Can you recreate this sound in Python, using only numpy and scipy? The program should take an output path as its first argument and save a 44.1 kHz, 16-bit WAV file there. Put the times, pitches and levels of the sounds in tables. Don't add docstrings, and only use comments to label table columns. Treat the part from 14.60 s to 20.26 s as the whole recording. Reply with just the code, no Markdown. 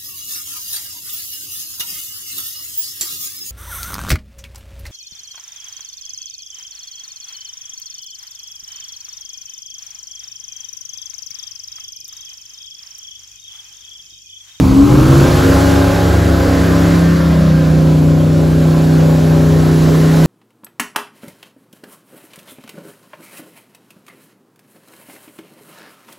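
import sys
import numpy as np
from scipy import signal
from scipy.fft import rfft, irfft, next_fast_len
from scipy.io import wavfile
from scipy.ndimage import uniform_filter1d

SR = 44100
rng = np.random.default_rng(int(sys.argv[2]) if len(sys.argv) > 2 else 0)


def dump(signal):
    limited = np.clip(np.atleast_2d(signal).T, -1, 1)
    pcm = np.round(limited * 32767).astype(np.int16)
    wavfile.write(sys.argv[1], SR, pcm)


def to_linear_factor(level_db):
    exponent = np.asarray(level_db, float) / 20
    return 10 ** exponent


N = 249606
HOP = 128

UP_TO_SPEED_S, SWING_S, PUSH_OFF_S = (0.21, 1), (1.93, 2.49), (2.954, 3.44)

# time in seconds, engine cycles in Hz.
ENGINE_SPEED = [(0.0, 23.36), (0.14, 24.2), (0.53, 30.28), (0.66, 31.85), (0.82, 33.35), (1.02, 34.6),
                (1.29, 34.57), (1.8, 33.61), (2.19, 33.96), (2.3, 33.85), (2.66, 33.12), (2.92, 31.8),
                (3.18, 31.53), (3.41, 31.2), (3.97, 31.83), (5.0, 31.56), (5.36, 31.74), (5.66, 32.18)]
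# time in seconds, level in dB.
THRUST = [(0.0, -33), (0.03, -33.5), (0.3, -32.5), (0.61, -30), (1.12, -31), (1.23, -32.5), (1.75, -34.5),
          (2.35, -32), (2.38, -33), (3.59, -38.5), (4.21, -36), (4.96, -35.5), (5.63, -32.5), (5.66, -29.5)]
THRUST_MID_DB = -33

# dB per dB of thrust, then offset in dB in each of the four states.
WASH_LAYERS = [
    (0.36, -17.5, -24, -28, -28),
    (0.93, -37.5, -29, -28.5, -24.5),
    (1.1, -24.5, -23.5, -26, -27),
    (1.15, -33.5, -30.5, -32.5, -32),
    (0.12, 1.8, 0.8, -.8, 2),
]
# frequency in Hz, density in dB per Hz.
RUMBLE_SPECTRUM = [(25, -42), (45, 5), (70, 7), (130, 0.5), (220, -5.5), (350, -17), (800, -86)]
# frequency in Hz, density in dB per Hz.
BODY_SPECTRUM = [(50, -73), (150, -33), (250, -0.5), (400, 0.5), (550, -2), (750, -6), (1100, -17),
                 (2500, -80)]
# frequency in Hz, density in dB per Hz.
ROAR_SPECTRUM = [(350, 5), (600, -1), (691, -3), (739, -3.5), (831, -3.5), (900, -3), (1040, 1), (1140, -3),
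                 (1540, -3.5), (2600, -23), (3380, -55), (5720, -120)]
# frequency in Hz, density in dB per Hz.
HISS_SPECTRUM = [(500, -66), (1300, -14), (2200, -1), (2700, -3), (4300, -3.5), (6500, -8.5),
                 (9000, -11), (12000, -11.5), (13500, -13), (14700, -16), (15700, -19.5)]
# time in seconds, frequency in Hz.
ROAR_TOP = [(0, 1180), (.3, 1420), (.7, 1770), (1.5, 1890), (2.6, 2096), (3.1, 1793), (3.6, 1694),
            (4.5, 1930), (5.66, 2550)]
MIST_HZ = 5960

# frequency in Hz, side minus mid in dB.
WIDTH = [(60, -23), (110, -20), (200, -19.5), (380, -6.5), (700, -5), (1300, -4.5), (1900, -5.5),
         (2300, -31), (16000, -22)]
# time in seconds, scattered share of each tone (0 to 1).
UNSTEADY = [(0, 0.62), (.35, 0.49), (.7, 0.53), (1.1, 0.28), (2.5, 0.31), (3.5, 0.2), (5.66, .2)]
PORT_START_HZ, PORT_TURN_HZ = 7100, 4150

GEAR = 2.23
# multiple of the blade pass, level in dB in each of the four states.
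BLADE_TONES = [(1, -21, -17.5, -20, -25), (2, -20.5, -36, -39, -43), (3, -26, -46, -30, -28)]

FIRING_EIGHTHS = 0, 3, 5, 6
# multiple of the cycle, level in dB in each of the four states.
HUM_TONES = [(5, -25, -20.5, -12, -12), (20, -37, -32, -40.5, -41.5), (24, -45, -37.5, -47, -43.5)]
# multiple of the cycle, level in dB in each of the four states.
STRONG_TONES = [(3, -23, -17.5, -24.5, -23.5), (8, -21, -26.5, -26, -23), (9, -29, -27.5, -27, -28),
                (11, -21, -26.5, -29, -26.5)]
# multiple of the cycle, level in dB in each of the four states.
WEAK_TONES = [(6, -36.5, -29.5, -24, -36), (7, -36, -64, -44, -34), (10, -33, -27, -43.5, -51),
              (12, -30, -38, -41, -37), (14, -27, -28, -38, -40), (15, -50, -35, -38, -39),
              (18, -48, -36, -36, -29), (19, -32.5, -44, -33, -41), (21, -33, -51, -42, -53),
              (22, -36, -35.5, -47, -40.5), (25, -59.5, -43, -58, -47), (26, -44, -45, -55, -48.5),
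              (30, -55, -37, -52, -66), (31, -42, -53, -63, -52), (32, -65, -52, -46, -43)]
# multiple of the cycle, level in dB in each of the four states.
WAVERING_TONES = [(13, -26, -26.5, -41, -26), (16, -31.5, -26, -30, -31), (17, -35, -26.5, -33, -32.5)]
RASP_DB = -23, -21, -20, -21.5
# frequency in Hz, width in Hz, lift in dB.
PIPE = [(135.3, 21.2, 8), (188.6, 18.6, 5.5), (217, 45, -3.5), (277, 28.6, 9.5), (444, 50, -4),
        (559.9, 16, -0.5), (828, 19, 8.5), (1061, 45, 7.5), (1289, 37, 5), (1586, 29, 6), (1810, 24, 3.5)]
RING_PER_DB = 0.17
BAND_EDGE_HZ = 15760


def evened(x):
    return x / np.sqrt(np.mean(abs(x) ** 2) + 1e-20)


def read(points, hz):
    f, value = np.transpose(points)
    return np.interp(np.log(hz + 1), np.log(f + 1), value)


def curves(rows, t):
    s, *columns = np.transpose(rows)
    return [np.interp(t, s, c) for c in columns]


def slow_times():
    return np.arange(N // HOP + 2) * HOP / SR


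def drift(rate_hz):
    steps = next_fast_len(N // HOP + 2)
    z = rng.standard_normal((2, steps))
    smooth = np.exp(-(np.fft.fftfreq(steps, HOP / SR) / rate_hz) ** 2)
    re, im = np.fft.ifft(np.fft.fft(z) * smooth).real
    return evened(re + 1j * im)[:N // HOP + 2]


def by_state(state_db, t):
    up, swing, off = (np.interp(t, span, (0, 1)) for span in (UP_TO_SPEED_S, SWING_S, PUSH_OFF_S))
    shares = [1 - up, up - swing, swing - off, off]
    return 10 * np.log10(to_linear_factor(2 * np.array(state_db)) @ shares)


def wash_db(t):
    thrust = curves(THRUST, t)[0] - THRUST_MID_DB
    return [share * thrust + by_state(db, t) for share, *db in WASH_LAYERS]


def turbulence(shape, level_db, patchy_db, flicker_db, top_hz=None):
    frames, hz = N // HOP + 5, np.fft.rfftfreq(512, 1 / SR)
    a, b, c, d, patches = rng.standard_normal((frames, 257, 5)).T
    patches = evened(uniform_filter1d(uniform_filter1d(patches, 5, 0), 24, 1))
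    flicker = evened(uniform_filter1d(rng.standard_normal(frames), 6))
    field = to_linear_factor(patchy_db * patches + flicker_db * flicker)
    if top_hz:
        u = hz[:, None] / curves(top_hz, np.arange(frames) * HOP / SR)[0]
        hump = .55 * np.exp(-((u - .85) / .1) ** 2)
        field = field * (.25 + 1 / np.sqrt(1 + u ** 8) + hump)
    flat = signal.istft(np.array([a + 1j * b, c + 1j * d]) * field, nperseg=512, noverlap=384)[1]
    size = next_fast_len(flat.shape[1], True)
    fine_hz = np.fft.rfftfreq(size, 1 / SR)
    direct, scattered = rfft(flat, size) * to_linear_factor(read(shape, fine_hz))
    half_lag = np.pi * np.maximum(fine_hz - PORT_START_HZ, 0) / PORT_TURN_HZ
    alike = .65
    side = -1j * np.sin(half_lag) * (alike * direct + np.sqrt(1 - alike ** 2) * scattered)
    side += to_linear_factor(read(WIDTH, fine_hz)) * scattered
    out = irfft([np.cos(half_lag) * direct, side], size)[:, :N]
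    return to_linear_factor(level_db) * out / np.std(out[0])


def wash():
    t = np.arange(N) / SR
    rumble_db, body_db, roar_db, hiss_db, mist_db = wash_db(t)
    turns = np.cumsum(curves(ENGINE_SPEED, t)[0]) / SR
    throb = 1 + 0.29 * np.cos(2 * np.pi * turns) + 0.28 * np.cos(2 * np.pi * GEAR * turns)
    rumble = turbulence(RUMBLE_SPECTRUM, rumble_db, patchy_db=0.0, flicker_db=-1.8)
    body = turbulence(BODY_SPECTRUM, body_db, patchy_db=2.5, flicker_db=0.7) * throb
    roar = turbulence(ROAR_SPECTRUM, roar_db + 0.37, patchy_db=2.0, flicker_db=1.3, top_hz=ROAR_TOP) * throb
    hiss = turbulence(HISS_SPECTRUM, hiss_db + 1.2, patchy_db=1.0, flicker_db=.2)
    high_pass = signal.firwin(63, MIST_HZ, pass_zero=False, fs=SR)
    mist = signal.oaconvolve(hiss, high_pass[None], "same")
    return rumble + body + roar + hiss + (to_linear_factor(mist_db) - 1) * mist


def lift_db(hz):
    return sum(db / (1 + (2 * (hz - top_hz) / width) ** 2) for top_hz, width, db in PIPE)


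def tones(multiples, levels_db, rough, drift_hz):
    slow, t = slow_times(), np.arange(N // 8 + 1) * 8 / SR
    turns = np.cumsum(curves(ENGINE_SPEED, t)[0]) * 8 / SR
    mean_hz = turns[-1] / t[-1]
    scatter = rough * curves(UNSTEADY, slow)[0]
    out = np.zeros((2, len(t)))
    for k, db in zip(multiples, levels_db):
        share = np.clip(scatter * np.sqrt(k / 8), 0, .95)
        mid = np.sqrt(1 - share ** 2) + share * drift(drift_hz)
        side = to_linear_factor(read(WIDTH, k * mean_hz) - 3.0) * drift(2.34)
        start = np.angle(np.exp(-2j * np.pi * k * np.array(FIRING_EIGHTHS) / 8).sum())
        carrier = np.exp(2j * np.pi * k * turns + 1j * (start + 0.62 * rng.standard_normal()))
        for channel, path in zip(out, (mid, side)):
            channel += (np.interp(t, slow, np.sqrt(2) * to_linear_factor(db) * path) * carrier).real
    return signal.resample_poly(out, up=8, down=1, axis=1)[:, :N]


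def stack(rows, rough, drift_hz, fading_db, gear=1):
    slow = slow_times()
    cycle_hz = curves(ENGINE_SPEED, slow)[0]
    ring = 1 + RING_PER_DB * np.maximum(curves(THRUST, slow)[0] - THRUST_MID_DB, -1)
    multiples = [gear * round(row[0]) for row in rows]
    levels = []
    for k, row in zip(multiples, rows):
        fading = fading_db * np.sqrt(2) * drift(1.56).real
        levels.append(by_state(row[1:], slow) + ring * lift_db(k * cycle_hz) + fading)
    return tones(multiples, levels, rough, drift_hz)


def propeller():
    return stack(BLADE_TONES, rough=1.65, drift_hz=11.0, fading_db=1.0, gear=GEAR)


def rasp():
    slow = slow_times()
    cycle_hz = curves(ENGINE_SPEED, slow)[0]
    top_hz = curves(ROAR_TOP, slow)[0]
    base_db = wash_db(slow)[2] + by_state(RASP_DB, slow)
    multiples = np.arange(33, 64)
    levels = []
    for k in multiples:
        u = k * cycle_hz / top_hz
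        fade_db = 1.7 * np.exp(-((u - .85) / 0.02) ** 2) - 10 * np.log10(1 + u ** 8)
        levels.append(base_db + lift_db(k * cycle_hz) + fade_db + 1.43 * rng.standard_normal())
    return tones(multiples, levels, rough=2.5, drift_hz=8.0)


def exhaust():
    out = stack(HUM_TONES, rough=0.53, drift_hz=7.6, fading_db=.4)
    out += stack(STRONG_TONES, rough=0.93, drift_hz=7.1, fading_db=1.44)
    out += stack(WEAK_TONES, rough=1.9, drift_hz=8.0, fading_db=1.8)
    out += stack(WAVERING_TONES, rough=1.62, drift_hz=9.1, fading_db=2.0)
    return out + rasp()


def scene():
    mid, side = wash() + propeller() + exhaust()
    return np.array([mid + side, mid - side])


def joint_stereo(x, weaker_db):
    hz, _, z = signal.stft([x[0] + x[1], x[0] - x[1]], SR, nperseg=2048)
    band_power = np.add.reduceat(abs(z) ** 2, np.arange(0, 1025, 16), axis=1)
    power = np.repeat(band_power, 16, axis=1)[:, :1025]
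    kept = (power > to_linear_factor(2 * weaker_db) * power[::-1]) | (hz[:, None] < 2050)
    z = z * kept * (hz[:, None] < BAND_EDGE_HZ)
    mid, side = signal.istft(z, SR, nperseg=2048)[1][:, :N]
    return np.array([mid + side, mid - side]) / 2


def low_pass(x):
    return signal.sosfilt(signal.butter(12, 16550, fs=SR, output="sos"), x)


def record(dry):
    knee, top = .7, .95
    over = np.maximum(abs(dry) - knee, 0)
    limited = dry - np.sign(dry) * (over - (top - knee) * np.tanh(over / (top - knee)))
    thinned = joint_stereo(limited, weaker_db=-10)
    return low_pass(thinned)


dry = scene()
out = record(dry)
dump(out)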